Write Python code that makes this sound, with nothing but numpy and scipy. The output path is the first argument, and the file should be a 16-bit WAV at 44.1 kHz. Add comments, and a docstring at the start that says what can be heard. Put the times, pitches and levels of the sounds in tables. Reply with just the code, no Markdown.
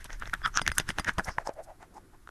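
"""A peacock drinks from a glass, close by, over a low rumble and faint hiss. First its beak works in the
water about ten times a second: snapping water films set the mouth ringing with sharp clicks, and short
swishes of grainy noise swell and fade around them. Soon water squeaks through a narrow gap, and now
and then the beak taps the glass into vibration. Then the bird lifts its head and swallows in fading
gulps, which sound at the lower resonance of the throat."""
import sys
import numpy as np
from scipy import signal
from scipy.fft import rfft, irfft
from scipy.io import wavfile

SR = 44100
rng = np.random.default_rng(int(sys.argv[2]) if len(sys.argv) > 2 else 0)


def materialize(psi):
    """Save the field psi as 16-bit PCM at rate SR to the path in sys.argv[1].

    A 1-D psi becomes a single channel; in a 2-D psi each row is a channel.
    """
    bounded = np.clip(np.atleast_2d(psi).T, -1, 1)
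    quanta = np.round(bounded * 32767).astype(np.int16)
    wavfile.write(sys.argv[1], SR, quanta)


N = 101429

# Envelopes of the microphone rumble and the stirring water. Each row: time in seconds, level in dB.
RUMBLE_LEVELS = [(0, -46.5), (.3, -38.5), (.55, -44.5), (.72, -40), (1.3, -48), (1.6, -56), (2.3, -58)]
STIR_LEVELS = [(0, -60), (.18, -69), (.25, -59.5), (.39, -57), (.51, -57.5), (.75, -56), (1.15, -56),
               (1.33, -57.5), (1.42, -68), (2.3, -79.5)]
# Spectra of rumble, stirring water and room hiss. Each row: frequency in Hz, relative density in dB.
RUMBLE_SPECTRUM = [(15, 4), (30, 4), (55, -8.5), (100, -14), (200, -28.5), (400, -46.5), (1000, -49)]
STIR_SPECTRUM = [(100, 12), (500, -31), (900, 0.5), (1600, 4), (2400, -7.5), (4200, -14), (6000, -16.5),
                 (8000, -16), (13000, -35)]
HISS_SPECTRUM = [(100, 3), (220, -9.5), (350, -1), (520, -20.5), (1400, -12), (2800, -25.5), (10500, -26),
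                 (13000, -27.5)]
# Bumps against the glass. Each row: peak time in seconds, frequency in Hz, level in dB.
BUMPS = [(.7, 55, -31), (.996, 60, -27), (1.189, 55, -27), (1.185, 130, -27), (1.291, 65, -35),
         (1.383, 120, -35)]
# Taps of the beak on the glass. Each row: start in seconds, level in dB.
TAPS = [(.6166, -35), (.7175, -39), (.8003, -39), (.889, -41), (.9041, -40), (.9973, -36), (1.188, -41)]
# Modes of the glass. Each list in turn: frequency in Hz, relative level in dB, 60 dB decay in seconds.
GLASS_HZ = [2050, 4870, 5150, 6130, 8650, 9380]
GLASS_DB = [-3.5, -2, -2.5, -10, -2, -5.5]
GLASS_T60_S = [.06, .05, .035, .04, .025, .036]
# Swallows. Each row: peak time, rise and fall in seconds, throat resonance in Hz, then the levels of
# throat, overtone and fizz in dB.
GULPS = [(1.406, 0.046, 0.034, 637, -45, -51, -63.5), (1.468, 0.021, 0.03, 784, -41, -48, -49.5),
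         (1.492, 0.016, 0.031, 638, -35.5, -49, -81), (1.597, 0.038, 0.029, 625, -37.5, -56, -72.5),
         (1.7, 0.05, 0.049, 703, -45.5, -60.5, -74), (1.827, 0.032, 0.033, 793, -49, -53, -64.5),
         (1.974, 0.04, 0.024, 817, -48.5, -59.5, -63), (2.145, 0.022, 0.018, 820, -56, -65, -77)]
# Bursting water films. Each row: peak time in seconds, rise and equal fall in seconds, level in dB.
FILMS = [(0.199, 0.0037, -47.5), (0.756, 0.021, -50.5), (1.137, 0.0063, -54.5), (1.251, 0.023, -47.5),
         (1.538, 0.006, -59), (1.641, 0.017, -55), (1.946, 0.013, -64)]
# Squeaks of water. Each row: peak time in seconds, rise and equal fall in seconds, resonance in Hz,
# half width as a share of that frequency, level in dB.
SQUEAKS = [(.453, 0.02, 3370, 0.03, -38), (.453, 0.02, 5040, 0.05, -41.5),
           (.565, 0.021, 6100, 0.064, -33.5), (.794, 0.014, 3550, 0.022, -40),
           (1.288, 0.019, 1960, 0.061, -36.5), (1.315, 0.061, 5370, 0.12, -53.5)]
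# Single bubbles. Each row: start in seconds, frequency in Hz, 60 dB decay in seconds, level in dB.
BUBBLES = [(0.7857, 6280, 0.01, -28), (1.2456, 5600, 0.0043, -40), (1.3831, 1750, 0.0062, -26),
           (1.967, 832, 0.045, -46.5)]
# Bands of a click: knock, snap, tick and spray. Each row: lower and upper edge in Hz.
CLICK_BANDS = [(330, 990), (2350, 3760), (4900, 6600), (7700, 11100)]
# Short swishes of grainy noise that swell and fade around the clicks. Each row: peak time, rise and
# fall in seconds, centre in Hz, then the levels of the centre, bass, middle and three treble bands in dB.
SWISHES = [(0.01, 0.023, 0.046, 1750, -52, -66, -67, -61, -63, -64),
           (0.058, 0.013, 0.013, 1610, -49, -47.5, -50, -49.5, -54, -58),
           (0.099, 0.0094, 0.014, 1480, -44, -50, -54, -69, -72, -73),
           (0.134, 0.056, 0.044, 1730, -48.5, -73, -56, -60, -55.5, -66),
           (0.223, 0.025, 0.025, 1500, -41.5, -52, -59, -53, -77, -81),
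           (0.274, 0.052, 0.023, 1750, -47.5, -54, -53, -62, -60, -70),
           (0.336, 0.0066, 0.025, 1490, -30, -42, -47, -52, -56, -66),
           (0.457, 0.021, 0.019, 1440, -23.5, -45, -68, -69, -60, -59),
           (0.476, 0.026, 0.019, 1230, -32.5, -45.5, -55, -59, -54.5, -51),
           (0.568, 0.027, 0.036, 1405, -32, -45, -47.5, -43, -53, -57),
           (0.587, 0.019, 0.018, 1380, -26.5, -59, -57, -41, -47.5, -67),
           (0.617, 0.0095, 0.018, 1480, -49, -35.5, -55, -59, -48, -63),
           (0.686, 0.037, 0.024, 1800, -38, -38, -50, -49, -51, -55),
           (0.719, 0.0078, 0.0077, 1600, -57, -36, -54, -53, -55, -77),
           (0.778, 0.013, 0.026, 1370, -33, -46, -72, -69, -51, -51),
           (0.798, 0.012, 0.024, 1610, -36.5, -34.5, -40.5, -39.5, -46, -52),
           (0.897, 0.025, 0.024, 1540, -36.5, -34.5, -49, -42.5, -45, -48),
           (0.993, 0.02, 0.021, 1620, -38, -34.5, -39, -44, -47, -49),
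           (1.087, 0.026, 0.025, 1665, -25.5, -35, -37, -41.5, -43.5, -50),
           (1.191, 0.014, 0.023, 1600, -33, -32, -30, -59, -50.5, -51),
           (1.285, 0.029, 0.034, 1580, -37, -40.5, -35.5, -54, -51.5, -55)]
# Wet clicks of beak and tongue. Each row: start in seconds, mouth resonance in Hz, then the levels of
# ring, knock, snap, tick and spray in dB.
CLICKS = [(0.0437, 1190, -74, -66, -49, -50.5, -44.5), (0.0481, 980, -46.5, -55, -59, -55, -51),
          (0.1043, 1847, -41, -51, -51, -58, -71), (0.1299, 1420, -49, -53, -53, -44, -70),
          (0.2228, 1424, -31, -58, -59, -60, -69), (0.2336, 1570, -42.5, -46.5, -54, -63, -69),
          (0.2565, 1680, -47, -63, -46, -65, -72), (0.275, 1620, -40, -47.5, -75, -47.5, -62),
          (0.2966, 1870, -42.5, -70, -59, -54.5, -59), (0.3342, 1450, -27, -44.5, -64, -52, -57),
          (0.3386, 1670, -27.5, -56, -36.5, -41.5, -40.5), (0.3492, 1500, -52, -57, -49, -63, -64),
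          (0.4177, 1580, -42.5, -52, -68, -71, -79), (0.46, 1373, -22.5, -41, -30, -41, -68),
          (0.5421, 1350, -43, -64, -58, -53, -72), (0.5731, 1476, -19, -45, -30, -21.5, -68),
          (0.5943, 1340, -25.5, -40, -37, -59, -67), (0.6164, 1510, -32.5, -34, -32.5, -57, -60),
          (0.6649, 2070, -27.5, -50, -46, -37.5, -59), (0.6774, 1640, -19.5, -55, -26.5, -27, -32.5),
          (0.6922, 1830, -35, -59, -55, -58, -62), (0.7008, 2160, -42, -64, -47, -68, -72),
          (0.7171, 1550, -28.5, -43.5, -37.5, -46, -49), (0.7825, 1600, -21, -54, -29, -27.5, -20.5),
          (0.7992, 1870, -31, -40, -28, -36.5, -43), (0.8904, 1700, -26.5, -55, -45, -38.5, -44),
          (0.904, 1970, -31.5, -37.5, -34.5, -64, -52), (0.9853, 1600, -26, -33.5, -32.5, -38.5, -50),
          (0.9963, 1170, -30, -36, -38.5, -41, -43.5), (1.0456, 1880, -38, -63, -48, -40.5, -52),
          (1.0488, 1730, -35.5, -67, -47.5, -63, -55), (1.0932, 1580, -20.5, -43.5, -36.5, -58, -62),
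          (1.183, 1120, -25.5, -29, -36.5, -40.5, -54), (1.1876, 960, -27, -42, -51, -55, -46),
          (1.1954, 1590, -24.5, -48, -71, -59, -64), (1.2054, 1470, -35.5, -51, -61, -63, -68),
          (1.293, 1120, -33, -49, -69, -54, -60), (1.3843, 950, -22.5, -55, -58, -55.5, -55.5),
          (1.4727, 837, -26.5, -54, -63, -39, -57), (1.4924, 585, -25.5, -34.5, -85, -53.5, -75),
          (1.8283, 810, -43.5, -49, -60, -79, -67), (1.98, 820, -41, -54, -91, -66, -72),
          (2.2741, 1370, -42.5, -54, -60.5, -67, -75), (2.2905, 1390, -43, -49, -59.5, -63, -74)]

GRAINS_PER_S, GRAIN_SPREAD_DB, SMOOTH_SHARE = 3000, 2.5, 0.63
RING_CYCLES, RING_ATTACK_S, CHIRP_PER_S = 10.45, 0.00044, 4.2   # the mouth decays 60 dB in RING_CYCLES
KNOCK_T60_S, CRACK_T60_S, CRACKLE_SHARE = 0.012, 0.008, 0.087
MEAN_REBOUND_S, REBOUND_SHARE = .0007, 0.56


def from_db(db):
    """Amplitude grows tenfold with every 20 dB."""
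    return 10 ** (np.asarray(db) / 20)


def rms_one(x):
    """Division by the rms value gives a signal unit power."""
    return x / np.sqrt(np.mean(x ** 2) + 1e-20)


def band(x, low, high, order=2):
    """A causal band-pass filter attenuates what lies outside its edges in Hz."""
    sections = signal.butter(order, [low, min(high, .45 * SR)], "band", fs=SR, output="sos")
    return signal.sosfilt(sections, x + 1e-18)


def around(hz, half_width):
    """The edges of a band lie at equal ratios below and above its centre."""
    return hz / (1 + half_width), hz * (1 + half_width)


def add(out, start_s, x):
    """Sounds superpose: x adds to out from start_s on."""
    i = int(round(start_s * SR))
    x, i = x[max(-i, 0):], max(i, 0)
    out[i:i + len(x)] += x[:max(N - i, 0)]


def level(curve):
    """Straight lines between (s, dB) points give a piecewise exponential envelope."""
    return from_db(np.interp(np.arange(N) / SR, *np.transpose(curve)))


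def coloured(noise, spectrum):
    """Spectral weighting colours a steady noise; the result has unit power."""
    hz, db = np.transpose(spectrum)
    bin_hz = np.maximum(np.fft.rfftfreq(N, 1 / SR), 1)
    gain = from_db(np.interp(np.log(bin_hz), np.log(hz), db)) * (bin_hz > 10)
    return rms_one(irfft(rfft(noise) * gain, N))


def grains(size):
    """Tiny, uneven impulses form shot noise on top of a smooth noise."""
    strengths = from_db(GRAIN_SPREAD_DB * np.minimum(rng.exponential(1, size), 4))
    signs = rng.choice([-1, 1], size)
    present = rng.random(size) < GRAINS_PER_S / SR
    return rms_one(strengths * signs * present) + SMOOTH_SHARE * rng.standard_normal(size)


def swell(peak_s, rise_s, fall_s, bands):
    """An envelope 0.4 s long modulates grains in bands given as ((low Hz, high Hz), peak dB)."""
    t = np.arange(-SR // 5, SR // 5) / SR
    distance = np.where(t < 0, -t / rise_s, t / fall_s)   # 1 lies 20 dB below the peak
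    envelope = from_db(-20 * distance ** 1.203)
    out = np.zeros(N)
    for edges, db in bands:
        noise = band(grains(len(t)), *edges) * envelope
        add(out, peak_s + t[0], from_db(db) * rms_one(noise) * np.sqrt(np.mean(envelope ** 2)))
    return out


def burst(x, db, hold_s=.004):
    """Energy is power times duration: a transient gets the energy of level db held for hold_s."""
    return from_db(db) * x * np.sqrt(hold_s * SR / np.sum(x ** 2))


def ring(t, hz, t60):
    """A small air pocket is a damped oscillator, here rising in pitch as it dies away."""
    phase = 2 * np.pi * hz * t * (1 + CHIRP_PER_S * t)
    attack = 1 - np.exp(-t / RING_ATTACK_S)
    return np.sin(phase) * from_db(-60 * t / t60) * attack


def background(hiss_db=-61, whine_hz=10460, whine_db=-80):
    """Stirring water, the rustle of the stretching neck, rumble, hiss and a faint whine superpose."""
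    stir = level(STIR_LEVELS) * coloured(grains(N), STIR_SPECTRUM)
    rumble = level(RUMBLE_LEVELS) * coloured(rng.standard_normal(N), RUMBLE_SPECTRUM)
    rustle = swell(peak_s=1.98, rise_s=0.5, fall_s=0.3, bands=[((117, 417), -59.5)])
    whine = from_db(whine_db) * np.sin(2 * np.pi * whine_hz * np.arange(N) / SR)
    hiss = from_db(hiss_db) * coloured(rng.standard_normal(N), HISS_SPECTRUM)
    return stir + rustle + rumble + whine + hiss


def bumps(half_width_cycles=0.52):
    """A bump on the glass reaches the microphone as one low swing under a Gaussian envelope."""
    out, t = np.zeros(N), np.arange(N) / SR
    for peak_s, hz, db in BUMPS:
        cycles = (t - peak_s) * hz
        out += from_db(db) * np.cos(2 * np.pi * cycles) * np.exp(-(cycles / half_width_cycles) ** 2)
    return out


def glass_taps(spread_db=2):
    """An impact excites each normal mode of the glass with its own strength; all decay exponentially."""
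    out, t = np.zeros(N), np.arange(SR // 6) / SR
    for start_s, tap_db in TAPS:
        for hz, mode_db, t60 in zip(GLASS_HZ, GLASS_DB, GLASS_T60_S):
            struck_db = tap_db + mode_db + spread_db * rng.standard_normal()
            add(out, start_s, from_db(struck_db - 60 * t / t60) * np.sin(2 * np.pi * hz * t))
    return out


def gulps(overtone_hz=(1100, 1944.4), fizz_hz=(4320, 8300)):
    """Swallowed water excites the throat, a cavity that resonates lower than the mouth."""
    out = np.zeros(N)
    for peak_s, rise_s, fall_s, throat_hz, *levels_db in GULPS:
        edges = [around(throat_hz, half_width=0.19), overtone_hz, fizz_hz]
        out += swell(peak_s, rise_s, fall_s, zip(edges, levels_db))
    return out


def films(fizz_hz=(4830, 11100)):
    """Thin water films rupture at the edge of the beak and radiate puffs of high noise."""
    return sum(swell(peak_s, ramp_s, ramp_s, [(fizz_hz, db)]) for peak_s, ramp_s, db in FILMS)


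def squeaks():
    """Water squeezed through a gap excites a narrow resonance, which gives its noise a pitch."""
    return sum(swell(peak_s, ramp_s, ramp_s, [(around(hz, half_width), db)])
               for peak_s, ramp_s, hz, half_width, db in SQUEAKS)


def bubbles():
    """Each bubble rings once in free, damped oscillation."""
    out, t = np.zeros(N), np.arange(SR // 20) / SR
    for start_s, hz, t60, db in BUBBLES:
        add(out, start_s, burst(ring(t, hz, t60), db))
    return out


def swishes(bass_hz=(60, 241), middle_hz=(516, 1055)):
    """Amplitude modulation: six bands of grainy noise swell and fade around the clicks."""
    out = np.zeros(N)
    for peak_s, rise_s, fall_s, centre_hz, *levels_db in SWISHES:
        edges = [around(centre_hz, half_width=0.18), bass_hz, middle_hz, *CLICK_BANDS[1:]]
        out += swell(peak_s, rise_s, fall_s, zip(edges, levels_db))
    return out


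def clicks():
    """Impulse excitation: a water film snaps and rebounds in a broadband crack, and the mouth rings."""
    out, t = np.zeros(N), np.arange(SR // 25) / SR
    decays_s = [KNOCK_T60_S] + 3 * [CRACK_T60_S]
    for start_s, mouth_hz, ring_db, *levels_db in CLICKS:
        add(out, start_s, -burst(ring(t, mouth_hz, RING_CYCLES / mouth_hz), ring_db))
        impulses = np.zeros(len(t))
        impulses[0] = 1
        rebound_s = MEAN_REBOUND_S * (.5 + rng.random())
        impulses[np.searchsorted(t, rebound_s)] -= REBOUND_SHARE
        for edges, db, t60 in zip(CLICK_BANDS, levels_db, decays_s):
            crackle = CRACKLE_SHARE * rng.standard_normal(len(t)) * from_db(-60 * t / t60)
            add(out, start_s, burst(band(impulses + crackle, *edges), db))
    return out


def scene():
    """All the sounds add linearly in one channel."""
    foreground = clicks() + bubbles() + swishes() + squeaks() + films() + gulps()
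    return (foreground + glass_taps() + bumps() + background())[None]


def record(dry):
    """An elliptic low-pass filter cuts the highest treble steeply."""
    cutoff_hz = 13200
    return signal.sosfilt(signal.ellip(10, .2, 70, cutoff_hz, fs=SR, output="sos"), dry)


dry = scene()
out = record(dry)
materialize(out)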